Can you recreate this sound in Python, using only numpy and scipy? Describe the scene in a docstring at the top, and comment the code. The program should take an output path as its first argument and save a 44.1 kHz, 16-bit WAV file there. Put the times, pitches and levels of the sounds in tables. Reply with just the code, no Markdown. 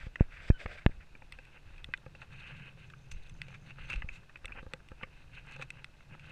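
"""A steep slope of loose rock in open air, heard from a small camera worn by someone scrambling down.
Metal pole tips strike and ring, stones clack together, and one loose stone falls on the rock below.
Boots scrape and crunch through grit; a sleeve rubs close by in the first second and a bit of metal
gear jingles. Knocks on the camera mount and a few sudden wind buffets thump the microphone and ring
its housing. Light wind rumbles underneath, with no room around it."""
import sys
import numpy as np
from scipy import signal
from scipy.fft import rfft, irfft
from scipy.io import wavfile
from scipy.ndimage import uniform_filter1d

SR = 44100
rng = np.random.default_rng(int(sys.argv[2]) if len(sys.argv) > 2 else 0)


def log_audio(samples):
    """Write samples as a 16-bit WAV file to the path given in sys.argv[1]."""
    # one column per channel
    frames = np.atleast_2d(samples).T
    # limit to full scale, then quantise
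    limited = np.clip(frames, -1, 1)
    pcm = np.round(limited * 32767).astype(np.int16)
    wavfile.write(sys.argv[1], SR, pcm)


N = 278284
TIME = np.arange(N) / SR
HIT_TIME = TIME[:4096]   # the span of one short hit


def from_db(db):
    """Decibels to gain."""
    return 10 ** (np.asarray(db) / 20)


def rms_one(x):
    """Scale to rms 1."""
    return x / np.sqrt(np.mean(x ** 2) + 1e-20)


def unit_hit(x):
    """Scale a short sound to the energy of 4 ms at rms 1."""
    return x / np.sqrt(np.sum(x ** 2) / (.004 * SR) + 1e-20)


def add(out, start, sound):
    """Mix a short sound in at a start time in seconds."""
    at = int(np.clip(round(start * SR), 0, N - 1))
    out[at:at + len(sound)] += sound[:N - at]


def response(spectrum, size=2048):
    """Minimum-phase impulse response of an EQ curve."""
    hz, db = np.transpose(spectrum)
    grid = np.maximum(np.arange(size // 2 + 1) * SR / size, 1)
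    gain = from_db(np.interp(np.log(grid), np.log(hz), db))
    cepstrum = irfft(np.log(gain))
    cepstrum[1:size // 2] *= 2
    cepstrum[size // 2 + 1:] = 0
    return irfft(np.exp(rfft(cepstrum)))


def coloured(x, spectrum):
    """Run a long excitation through an EQ curve; rms 1."""
    return rms_one(signal.fftconvolve(x, response(spectrum, size=16384))[:N])


def noise(spectrum):
    """Noise shaped by an EQ curve; rms 1."""
    return coloured(rng.standard_normal(N), spectrum)


def evened(x, window_s):
    """Ride the slow swells out of a noise; rms 1."""
    power = uniform_filter1d(x ** 2, int(window_s * SR))
    return rms_one(x / np.sqrt(np.abs(power) + 1e-9))


def ring(x, hz, t60):
    """One resonance: a unit click sets a sine of height 1 ringing."""
    r, w = from_db(-60 / (t60 * SR)), 2 * np.pi * hz / SR
    return signal.lfilter([0, np.sin(w)], [1, -2 * r * np.cos(w), r * r], x + 1e-18)


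def drift(hz):
    """Smooth random wander, mostly slower than hz; rms 1."""
    r = np.exp(-2 * np.pi * hz / SR)
    return rms_one(signal.lfilter([1], [1, -2 * r, r * r], rng.standard_normal(N + SR))[SR:])


def grains(per_s, spread_db, clump_db, smooth):
    """Tiny contacts of uneven size that come in clumps, over smooth friction."""
    sizes = from_db(spread_db * np.minimum(rng.exponential(1, N), 4)) * rng.choice([-1, 1], N)
    clicks = rms_one(sizes * (rng.random(N) < per_s / SR))
    return (clicks + smooth * rng.standard_normal(N)) * from_db(clump_db * drift(43))


def bite(skid_s, skid_db):
    """Force of a hard contact: one click, then a dying skid."""
    skid = rng.standard_normal(len(HIT_TIME)) * np.exp(-HIT_TIME / skid_s)
    return (HIT_TIME == 0) + from_db(skid_db) * skid


def swell(start, length, rise_db_per_s, fall_db_per_s, swell_db=0):
    """Envelope of one gesture: attack before the start, a hold that tilts by swell_db, release."""
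    early, late = np.maximum(start - TIME, 0), np.maximum(TIME - start - length, 0)
    progress = np.clip((TIME - start) / length, 0, 1) - .5
    return from_db(np.maximum(swell_db * progress - rise_db_per_s * early - fall_db_per_s * late, -120))


def spells(rows, rise_db_per_s, fall_db_per_s, rest_db=-120):
    """Envelope of a resting level with louder spells on top."""
    power = sum((from_db(db) * swell(start, length, rise_db_per_s, fall_db_per_s)) ** 2
                for start, length, db in rows)
    return np.sqrt(power + from_db(rest_db) ** 2)


def strokes(rows, rise_db_per_s, fall_db_per_s, swell_db):
    """Three envelopes for sliding strokes: the scrape, its fine hiss and its rub."""
    power = np.zeros((3, N))
    for start, length, db, fine_db, rub_db in rows:
        shape = swell(start, length, rise_db_per_s, fall_db_per_s, swell_db)
        power += np.outer(from_db([db, db + fine_db, db + rub_db]) ** 2, shape ** 2)
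    return np.sqrt(power)


# The tone of the air bed. Each row: frequency in Hz, gain in dB.
HUSH_EQ = [(60, 11), (400, 7), (1000, 2), (2600, -7), (5000, -8), (8500, -15.5), (11000, -20), (15000, -27)]
def hush(level_db):
    """Steady faint hiss of open air and microphone."""
    return from_db(level_db) * noise(HUSH_EQ)


# Gusts on the microphone. Each row: start in seconds, length in seconds, level in dB before trim.
GUSTS = [(0, 0.06, -49), (.25, 0.52, -57), (0.886, 0.11, -52.5), (1.1, 0.29, -58.5), (1.66, 0.22, -54),
         (2.293, 0.26, -61), (3.129, 0.057, -45), (3.29, 0.11, -53), (3.775, 0.073, -51), (3.95, 0.14, -45),
         (4.456, 0.16, -54.5), (4.9, 0.76, -62)]
# Their deep rumble. Each row: frequency in Hz, gain in dB.
WIND_EQ = [(12, 2.5), (25, 1.5), (50, -7), (80, -8), (130, -24), (300, -35.5), (3000, -89.5)]
def wind(trim_db):
    """Gusts over a light breeze buffet the microphone."""
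    gusting = spells(GUSTS, rise_db_per_s=341, fall_db_per_s=163, rest_db=-62.5)
    return from_db(trim_db) * gusting * evened(noise(WIND_EQ), window_s=0.082)


# Jolts of the body. Each row: start in seconds, length in seconds, level in dB before trim.
JOLTS = [(2.06, 0.19, -61), (2.31, 0.083, -54.5), (2.5, 0.15, -53), (2.72, 0.42, -58), (3.32, 0.25, -54.5),
         (3.6, 0.35, -56), (4.18, 0.011, -57.5), (5.27, 0.29, -60.5), (5.57, 0.075, -53.5),
         (5.72, 0.11, -58.5), (6.1, 0.051, -53.5), (6.22, 0.12, -57)]
# The mount's low hum. Each row: frequency in Hz, gain in dB.
MOUNT_EQ = [(50, -17), (95, -7), (140, 2.5), (175, -8.5), (230, -23), (400, -28), (3000, -91)]
def mount_hum(trim_db):
    """The camera mount hums as the moving body jostles it."""
    jostle = spells(JOLTS, rise_db_per_s=399, fall_db_per_s=295, rest_db=-67)
    return from_db(trim_db) * jostle * evened(noise(MOUNT_EQ), window_s=0.079)


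# A faint spell of jingling. Each row: start in seconds, length in seconds, tap strength in dB.
JINGLES = [(2.856, 0.81, -74.5)]
def jingles(per_s, t60):
    """A small metal part of the gear taps at random, ringing on three high modes."""
    level = sum(from_db(db) * ((TIME > start) & (TIME < start + length)) for start, length, db in JINGLES)
    taps = level * (rng.random(N) < per_s / SR)
    return sum(share * ring(taps * rng.standard_normal(N), hz, t60)
               for hz, share in [(6150, 0.91), (6450, 0.63), (7000, 0.52)])


# Clear taps of that metal part. Each row: start in seconds, pitch in Hz, peak in dB.
TINKS = [(3.113, 6050, -48.5), (3.137, 6230, -58), (3.296, 6170, -56), (3.34, 6300, -63),
         (3.858, 6150, -63), (3.872, 6200, -63), (4.087, 6300, -59.5), (4.096, 7000, -63)]
def tinks(t60):
    """Each clear tap rings one high mode of the metal."""
    out = np.zeros(N)
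    for start, hz, db in TINKS:
        add(out, start, from_db(db - 60 * HIT_TIME / t60) * np.sin(2 * np.pi * hz * HIT_TIME))
    return out


# Rubbing gear squeaks. Each row: start in seconds, length in seconds, first and last pitch in Hz,
# level in dB, octave in dB relative to that level.
SQUEAKS = [(0.511, 0.095, 1565, 1440, -54.5, -7)]
def squeaks():
    """Stick and slip gives a short, sinking, unsteady creak with its octave."""
    out = np.zeros(N)
    for start, length, start_hz, end_hz, db, octave_db in SQUEAKS:
        count = int(length * SR)
        hz = np.linspace(start_hz, end_hz, count) * (1 + .011 * drift(300)[:count])
        phase = 2 * np.pi * np.cumsum(hz) / SR
        grip = np.hanning(count) * from_db(3 * drift(150)[:count])
        add(out, start, from_db(db) * grip * (np.sin(phase) + from_db(octave_db) * np.sin(2 * phase)))
    return out


# The sleeve brushes past, and the short row at 0.484 s gives a faint click. 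Each row: start in seconds, length
# in seconds, level in dB, # then hiss and rasp in dB relative to that level, before their trims.
BRUSHES = [(0, 0.071, -55.5, -7, -9.5), (.212, 0.0039, -46, -21, -3), (.322, 0.097, -54.5, -12, -15),
           (.425, 0.074, -52, -9, -11.5), (.484, 0.0087, -51.5, -4.5, -12), (.602, 0.039, -49.5, -6.5, -4),
           (.68, 0.08, -54.5, -9.5, -3), (.715, 0.035, -56, -3.5, 5), (.782, 0.01, -49.5, -10.5, -13),
           (.82, 0.0085, -53, -20, -18), (.915, 0.015, -59.5, -34, -23), (1.01, 0.019, -61, -31, -11)]
# The cloth's rustle and its airy top. Each row: frequency in Hz, gain in dB.
CLOTH_EQ = [(500, -32), (1100, -11), (1550, 3), (1850, 0), (2100, 1.5), (2600, 0.5), (3000, -14),
            (3600, -33), (12000, -52)]
CLOTH_HISS_EQ = [(1500, -1.5), (3500, 7.5), (4200, -2), (4750, 0.5), (5400, -5), (6800, -11.5),
                 (8100, -8.5), (9300, -20.5), (15000, -35)]
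def sleeve(hiss_trim_db, rasp_trim_db, rasp_hz, rasp_t60):
    """The weave rustles and hisses; dragged over the mount it rasps on one broad resonance."""
    # Cloth catches quickly and slides evenly.
    scrape, fine, rub = strokes(BRUSHES, rise_db_per_s=789, fall_db_per_s=754.5, swell_db=-1.5)
    cloth = coloured(grains(per_s=6400, spread_db=4.0, clump_db=2.7, smooth=0.42), CLOTH_EQ)
    hiss = from_db(hiss_trim_db) * noise(CLOTH_HISS_EQ)
    friction = grains(per_s=1100, spread_db=4.5, clump_db=3.5, smooth=0.87)
    rasp = from_db(rasp_trim_db) * rms_one(ring(ring(friction, rasp_hz, rasp_t60), rasp_hz, rasp_t60))
    return scrape * cloth + fine * hiss + rub * rasp


# Low thumps on the microphone: knocks on the mount and, around 4 s, three sudden wind buffets.
# Each row: time in seconds, signed peak pressure before the low cut, rise and fall in seconds,
# housing ring in dB before trim.
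THUMPS = [(0.068, 0.028, 0.0004, 0.0044, -52), (0.2086, 0.43, 0.00017, 0.003, -59),
          (0.5020, -0.49, 0.00022, 0.0037, -81.5), (0.658, -0.05, 0.00016, 0.0043, -42),
          (0.863, -0.42, 0.00013, 0.0026, -53), (0.894, -0.024, 0.00014, 0.0035, -53.5),
          (1.8887, .01, 0.00035, 0.0018, -53), (2.0645, 0.0073, 0.000083, 0.0016, -46.5),
          (3.954, 0.043, 0.0031, 0.011, -74), (3.979, 0.04, 0.0019, 0.0068, -58),
          (4.045, 0.026, 0.0008, 0.0028, -56), (4.446, -.012, 0.00071, 0.0055, -49),
          (4.629, -.013, 0.00038, 0.0015, -49.5), (4.6652, -.019, 0.00027, 0.0044, -47.5),
          (4.736, -.015, 0.000059, 0.0022, -40), (4.917, -.02, 0.00021, 0.0033, -47),
          (5.031, -.012, 0.00014, 0.0012, -42.5), (5.5961, -0.000074, 0.00056, 0.0023, -44.5)]
# The camera housing's boxy ring. Each row: pitch in Hz, gain in dB, t60 in seconds.
HOUSING_MODES = [(143, 2.5, 0.041), (520, 0.5, 0.047), (843, -6, 0.031), (1205, -2, 0.016),
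                 (1590, -11.5, 0.059)]
def thumps(low_cut_hz, damping, ring_trim_db, roundness):
    """Each pressure pulse swings back through the microphone's bass limit and rings the housing."""
    pulses, taps = np.zeros(N), np.zeros(N)
    t = TIME[:8192] - .04   # room for the rise ahead of the thump
    for at, peak, rise, fall, db in THUMPS:
        pulse = np.exp(-np.logaddexp(0, -t / rise) - (np.maximum(t, 0) / fall) ** roundness)
        add(pulses, at + t[0], peak * pulse / pulse.max())
        add(taps, at, from_db([db + ring_trim_db]))
    w = 2 * np.pi * low_cut_hz
    low_cut = signal.bilinear([1, 0, 0], [1, 2 * damping * w, w * w], SR)
    bass = signal.lfilter(*low_cut, pulses)
    return bass + sum(from_db(db) * ring(taps, hz, t60) for hz, db, t60 in HOUSING_MODES)


# Some knocks also snap the mount's plastic. Each row: start in seconds, level in dB, pitch ratio.
SNAPS = [(0.5043, -38.5, 0.92), (0.6609, -36, 0.836), (0.8633, -25.5, 0.96)]
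# The plastic's ring. Each row: pitch in Hz at ratio 1, gain in dB, t60 in seconds.
PLASTIC_MODES = [(1230, -9.5, 0.0072), (1880, 4, 0.0082), (2600, -3.5, 0.021)]
def snaps(soften_hz, chatter_s, chatter_db):
    """A softened push draws one dry, dull click from the plastic."""
    out = np.zeros(N)
    soften = signal.butter(4, soften_hz, fs=SR, output="sos")
    for start, db, pitch in SNAPS:
        push = signal.sosfilt(soften, bite(chatter_s, chatter_db))
        click = sum(from_db(mode_db) * unit_hit(ring(push, pitch * hz, t60))
                    for hz, mode_db, t60 in PLASTIC_MODES)
        add(out, start, -from_db(db) * unit_hit(click))
    return out


# Boots slide on scree. Each row: start in seconds, length in seconds, level in dB,
# then grit and housing rub in dB relative to that level, all before their trims.
SCRAPES = [(1.34, 0.0047, -58, -12, -5), (1.41, 0.087, -66, -11, -11), (1.53, 0.044, -60, -17, -9),
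           (1.66, 0.14, -66, -10.5, -1), (2.22, 0.0036, -55.5, -7.5, 2.5), (2.325, 0.035, -56, -15, -9.5),
           (2.39, 0.13, -51.5, -15.5, -13.5), (2.55, 0.14, -56, -14, -10), (2.79, 0.054, -60, -10, -20),
           (3.11, 0.16, -64, -10, -43), (3.41, 0.15, -61, -15, -8.5), (3.67, 0.029, -58, -12.5, -8),
           (3.79, 0.058, -52.5, -14.5, -9.5), (3.9, 0.039, -47.5, -11, -5), (3.96, 0.04, -56, -15, -22),
           (4.125, 0.043, -54.5, -13.5, -25), (4.49, 0.027, -70, -20, 9), (4.565, 0.023, -52, -33, 0.5),
           (4.995, 0.033, -64, -25, 3.5), (5.025, 0.0042, -57.5, -28, -1), (5.12, 0.11, -66, -14, -23),
           (5.345, 0.046, -54, -16, -16), (5.48, 0.067, -52, -13.5, -8.5), (5.607, 0.018, -54, -5.5, -1.5),
           (5.75, 0.051, -63, -12, 1), (6.125, 0.017, -56.5, -22, -1.5), (6.23, 0.11, -57, -13.5, -6.5)]
SLIDE_RISE_DB_PER_S, SLIDE_FALL_DB_PER_S = 477, 572
def footwork():
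    """Scrape, grit and rub envelopes: each slide builds, swells as weight comes on, and stops."""
    slides = strokes(SCRAPES, SLIDE_RISE_DB_PER_S, SLIDE_FALL_DB_PER_S, swell_db=2)
    shuffle = from_db([[-71], [-78.5], [-73]])   # feet and gear are never quite still
    return np.hypot(slides, shuffle)


# Coarse scree, fine grit and the dull rub in the housing. Each row: frequency in Hz, gain in dB.
SCREE_EQ = [(400, -44.5), (1000, -12), (1300, -11.5), (1560, 0.5), (1850, -9.5), (2100, -0.5), (2300, -5.5),
            (2560, 6.5), (2850, -2), (3150, -9), (3700, -38), (15000, -68)]
GRIT_EQ = [(1500, -24.5), (2800, -3), (3700, 8), (4400, 2), (5200, -18), (6300, -5), (7400, -16),
           (8500, -9), (10000, -24.5), (15000, -36)]
HOUSING_EQ = [(120, -3.5), (230, 1), (440, -7.5), (530, 4.5), (620, -8.5), (760, -4), (860, 1.5),
              (1000, -6), (1600, 2), (8000, -59)]
def boots(scrape, fine, rub, ground_trim_db, rub_trim_db):
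    """Boots grind over scree; fine grit hisses and the housing picks up the rubbing."""
    stones = coloured(grains(per_s=2400, spread_db=3.0, clump_db=1.5, smooth=0.7), SCREE_EQ)
    grit = coloured(grains(per_s=5400, spread_db=1.5, clump_db=3.0, smooth=1.5), GRIT_EQ)
    housing = coloured(grains(per_s=900, spread_db=4.5, clump_db=4.0, smooth=0.51), HOUSING_EQ)
    return from_db(ground_trim_db) * (scrape * stones + fine * grit) + from_db(rub_trim_db) * rub * housing


# Gravel cracks underfoot. Each row: start in seconds, length in seconds, level in dB before trim.
CRUNCHES = [(3.115, .005, -54), (3.899, .004, -54), (3.921, 0.006, -61), (3.934, 0.0094, -53.5),
            (5.463, .002, -64), (5.512, .01, -64), (5.563, 0.0045, -71), (5.616, 0.02, -68)]
# A boot sweeps grit aside. Each row: start in seconds, length in seconds, level in dB.
SWISHES = [(4.14, 0.023, -68.5)]
# The crisp tone of both. 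Each row: frequency in Hz, gain in dB.
GRAVEL_EQ = [(2000, -12), (3600, 1.5), (5200, 0.5), (6400, 5.5), (8000, -1), (9000, -2), (10000, -13),
             (15000, -20.5)]
def crunches(crack_trim_db):
    """Gravel gives way in short, bright bursts of tiny fractures; swept aside, it hisses."""
    load = spells(CRUNCHES, rise_db_per_s=4000, fall_db_per_s=2200)
    sweep = spells(SWISHES, SLIDE_RISE_DB_PER_S, SLIDE_FALL_DB_PER_S)
    cracks = coloured(grains(per_s=1300, spread_db=7.0, clump_db=2.5, smooth=.15), GRAVEL_EQ)
    return from_db(crack_trim_db) * load * cracks + sweep * noise(GRAVEL_EQ)


# The hard midrange of stone on stone. Each row: frequency in Hz, gain in dB.
STONE_EQ = [(300, -43), (800, -10.5), (1200, 10.5), (1600, 10.5), (2100, 7.5), (2330, 13.5), (2620, 18.5),
            (3100, 1), (3700, -52), (5000, -12.5), (15000, -100)]
def pebbles(scrape, trim_db, low_hz, high_hz, t60):
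    """Small stones shift under the sliding boots, each ticking at one of ten pitches."""
    touches = grains(per_s=55, spread_db=1.5, clump_db=1.0, smooth=0)
    pitches = np.geomspace(low_hz, high_hz, 10)
    which = rng.integers(0, len(pitches), N)
    ticks = sum(ring(touches * (which == k), hz, t60) for k, hz in enumerate(pitches))
    return from_db(trim_db) * scrape * coloured(ticks, STONE_EQ)


# A dislodged stone lands on the rock below. Each row: start in seconds, level in dB.
LANDINGS = [(1.938, -27.5)]
# That stone's ring. Each row: pitch in Hz, gain in dB, t60 in seconds.
STONE_MODES = [(1646, 0.5, 0.028), (1965, 11, 0.013), (2250, -23, 0.15), (2460, 0.5, 0.025),
               (2980, -21, 0.055), (3530, -21, 0.036)]
def falling_stone(second_edge_s, scatter_db, scatter_t60):
    """The stone lands on one edge, slaps down on the next and rings; grit scatters after it."""
    out = np.zeros(N)
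    band = signal.butter(2, [1300, 4000], "band", fs=SR, output="sos")
    for start, db in LANDINGS:
        force = rng.standard_normal(len(HIT_TIME)) * from_db(scatter_db - 60 * HIT_TIME / scatter_t60)
        force[0] += 1
        force[int(second_edge_s * SR)] += 0.23
        modes = sum(from_db(mode_db) * ring(force, hz, t60) for hz, mode_db, t60 in STONE_MODES)
        add(out, start, from_db(db) * unit_hit(signal.sosfilt(band, modes)))
    return out


# Stones clack against rock. Each row: start in seconds, level in dB, ring in Hz, nominal contact
# in seconds, then treble and thud in dB relative to the level, before their trims.
CLACKS = [(0.1566, -35.5, 2060, 0.0035, -18.5, -4), (1.1513, -50.5, 2400, 0.0019, -26, 10),
          (1.22, -53, 2360, 0.004, -31, 13), (1.3873, -48.5, 2700, 0.0017, -13, 11.5),
          (1.78, -53.5, 2620, 0.0021, -9.5, -23), (2.0619, -56, 2610, 0.0034, -28, 12),
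          (2.15, -50.5, 2760, 0.0059, -11, 10.5), (2.217, -45, 2760, 0.0017, -12.5, -20),
          (2.9, -52, 1690, 0.0041, -6, -12), (2.936, -48, 1590, 0.0034, -23, -18),
          (3.1144, -45.5, 2770, 0.0054, -4.5, -8), (3.4829, -52.5, 2400, 0.0023, -5, 9),
          (3.5417, -46, 2420, 0.015, -9.5, -13), (3.706, -44, 2820, 0.0003, -17, -2),
          (3.8991, -32.5, 2700, 0.0012, -18, -5), (3.921, -40, 2770, 0.0018, -16, -20),
          (3.9304, -34, 3030, 0.00087, -17, -30), (3.936, -36, 2820, 0.006, -21, 0),
          (3.9587, -43, 2770, 0.0017, -9.5, -30), (4.0202, -37.5, 2010, 0.0031, -22, -1),
          (4.0877, -36, 2570, 0.003, -26, -8), (4.2949, -52.5, 1840, 0.001, -16, -6),
          (4.3576, -42.5, 2530, 0.00087, -22, -4), (4.4446, -44, 2820, 0.0022, -17, -16),
          (4.4785, -46.5, 2780, 0.0033, -24, -26), (4.5203, -40, 2760, 0.0034, -25, -30),
          (4.9182, -58, 1300, 0.0014, -26, 10), (5.0314, -34.5, 2190, 0.0055, -20, -2),
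          (5.563, -47.5, 2670, 0.0027, -10.5, -17), (5.6146, -42.5, 2600, 0.00053, -10, -12),
          (5.6221, -36.5, 2600, .0055, -11.5, -8), (6.005, -56, 2100, 0.004, -20, -5),
          (6.195, -49.5, 2750, 0.0026, -12, -13)]
# The clack's bright edge and the metal tip's ping. Each row: frequency in Hz, gain in dB.
CRACK_EQ = [(2400, -20), (3400, 3), (3900, -3), (4700, -10.5), (5600, -9), (7000, -15), (15000, -54.5)]
PING_EQ = [(6000, -22), (7500, 0), (8000, -3), (8700, -16), (10000, -18), (15000, -37.5)]
def clacks(bite_strength, ring_db, ring_t60, tail_db, tail_t60, treble_trim_db, thud_trim_db):
    """A hard tip skids and bites, the struck stone rings and the rocks around scatter a short tail."""
    out, t = np.zeros(N), HIT_TIME
    colours = [response(eq) for eq in (STONE_EQ, CRACK_EQ, PING_EQ, HOUSING_EQ)]
    for start, db, hz, contact, treble_db, thud_db in CLACKS:
        skid = np.exp(-(t / (contact * 1.15)) ** 4)
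        force = rng.standard_normal(len(t)) * (skid + from_db(tail_db - 60 * t / tail_t60))
        force[int(contact * SR) // 3] += bite_strength * np.linalg.norm(force)
        body, crack, ping, thud = [unit_hit(signal.fftconvolve(force, c)[:len(t)]) for c in colours]
        # A stone radiates little far below its ring pitch.
        low_cut = signal.butter(2, 0.17 * hz, "high", fs=SR, output="sos")
        body = unit_hit(signal.sosfilt(low_cut, body))
        ringing = unit_hit(ring(body, hz, ring_t60))
        sound = unit_hit(body + from_db(ring_db) * ringing)
        sound += from_db(treble_db + treble_trim_db) * crack
        sound += from_db(-12.5 + 1.15 * treble_db) * ping   # brighter contacts ping more
        sound += from_db(thud_db + thud_trim_db) * thud
        add(out, start, from_db(db) * sound)
    return out


# Metal pole tips strike rock. Each row: start in seconds, level in dB, shaft and tip boosts in dB.
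POLE_STRIKES = [(1.3227, -43, 2, -5), (1.452, -55.5, 2, 3), (1.8434, -40.5, 6.5, 1), (1.9753, -55, 10, 5.5),
                (3.296, -55, 6, 2.5), (3.417, -35.5, -4, -6.5), (4.373, -60, -2, 2), (4.456, -38.5, 11, 7),
                (4.7355, -36.5, -7, -3.5), (4.887, -53.5, -4, 1), (5.704, -38, 2, 1),
                (5.844, -40.5, -3, -8)]
# The pole's ring. Each row: pitch in Hz, gain in dB, t60 in seconds.
POLE_MODES = [(1440, -7.5, 0.0091), (2010, -1, 0.015), (2620, 2, 0.014), (3520, -5.5, 0.0073),
              (4230, -12, 0.0048), (5470, -15.5, 0.004), (8100, -14, 0.0072), (11300, -27, 0.00089)]
# The boost curve's points in Hz: flat below the shaft, shaft ring, flat above it, tip ping.
POLE_BOOST_HZ = [2620, 3480, 4400, 8100]
def poles(skid_s, skid_db, vary_db, low_cut_hz):
    """The tip bites and skids; every strike shares its energy differently among the pole's modes."""
    out = np.zeros(N)
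    low_cut = signal.butter(2, low_cut_hz, "high", fs=SR, output="sos")
    for start, db, shaft_db, tip_db in POLE_STRIKES:
        force = bite(skid_s, skid_db)
        sound = np.zeros(len(force))
        for k, (hz, mode_db, t60) in enumerate(POLE_MODES):
            boost_db = np.interp(hz, POLE_BOOST_HZ, [0, shaft_db, 0, tip_db])
            gain = from_db(mode_db + boost_db + vary_db * rng.standard_normal())
            sound += (-1) ** k * gain * unit_hit(ring(force, hz, t60))
        add(out, start, from_db(db) * unit_hit(signal.sosfilt(low_cut, sound)))
    return out


def scene():
    """A dry mono mix: everything is close by, in open air."""
    scrape, fine, rub = footwork()
    rock = clacks(bite_strength=0.28, ring_db=-1.0, ring_t60=0.012, tail_db=-4.0, tail_t60=0.049,
                  treble_trim_db=-2.0, thud_trim_db=-10.0)
    ground = boots(scrape, fine, rub, ground_trim_db=-0.5, rub_trim_db=1.5)
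    ground += pebbles(scrape, trim_db=-10, low_hz=1480, high_hz=3070, t60=.004)
    ground += crunches(crack_trim_db=-2.5)
    rock += poles(skid_s=.0015, skid_db=-16, vary_db=2.9, low_cut_hz=940)
    rock += falling_stone(second_edge_s=0.00195, scatter_db=-27, scatter_t60=0.027)
    camera = thumps(low_cut_hz=16.2, damping=0.62, ring_trim_db=2.0, roundness=2.5)
    camera += snaps(soften_hz=3740, chatter_s=0.0014, chatter_db=-17)
    camera += wind(trim_db=4.0) + mount_hum(trim_db=1.0)
    gear = sleeve(hiss_trim_db=-1.0, rasp_trim_db=-2.5, rasp_hz=612, rasp_t60=0.0082)
    gear += squeaks() + jingles(per_s=120, t60=0.022) + tinks(t60=0.025)
    return (rock + ground + camera + gear + hush(level_db=-67.5))[None]


def record(dry):
    """A steep low-pass takes off the top above 15 kHz."""
    return signal.sosfilt(signal.ellip(10, .1, 80, 15000, fs=SR, output="sos"), dry)


dry = scene()
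out = record(dry)
log_audio(out)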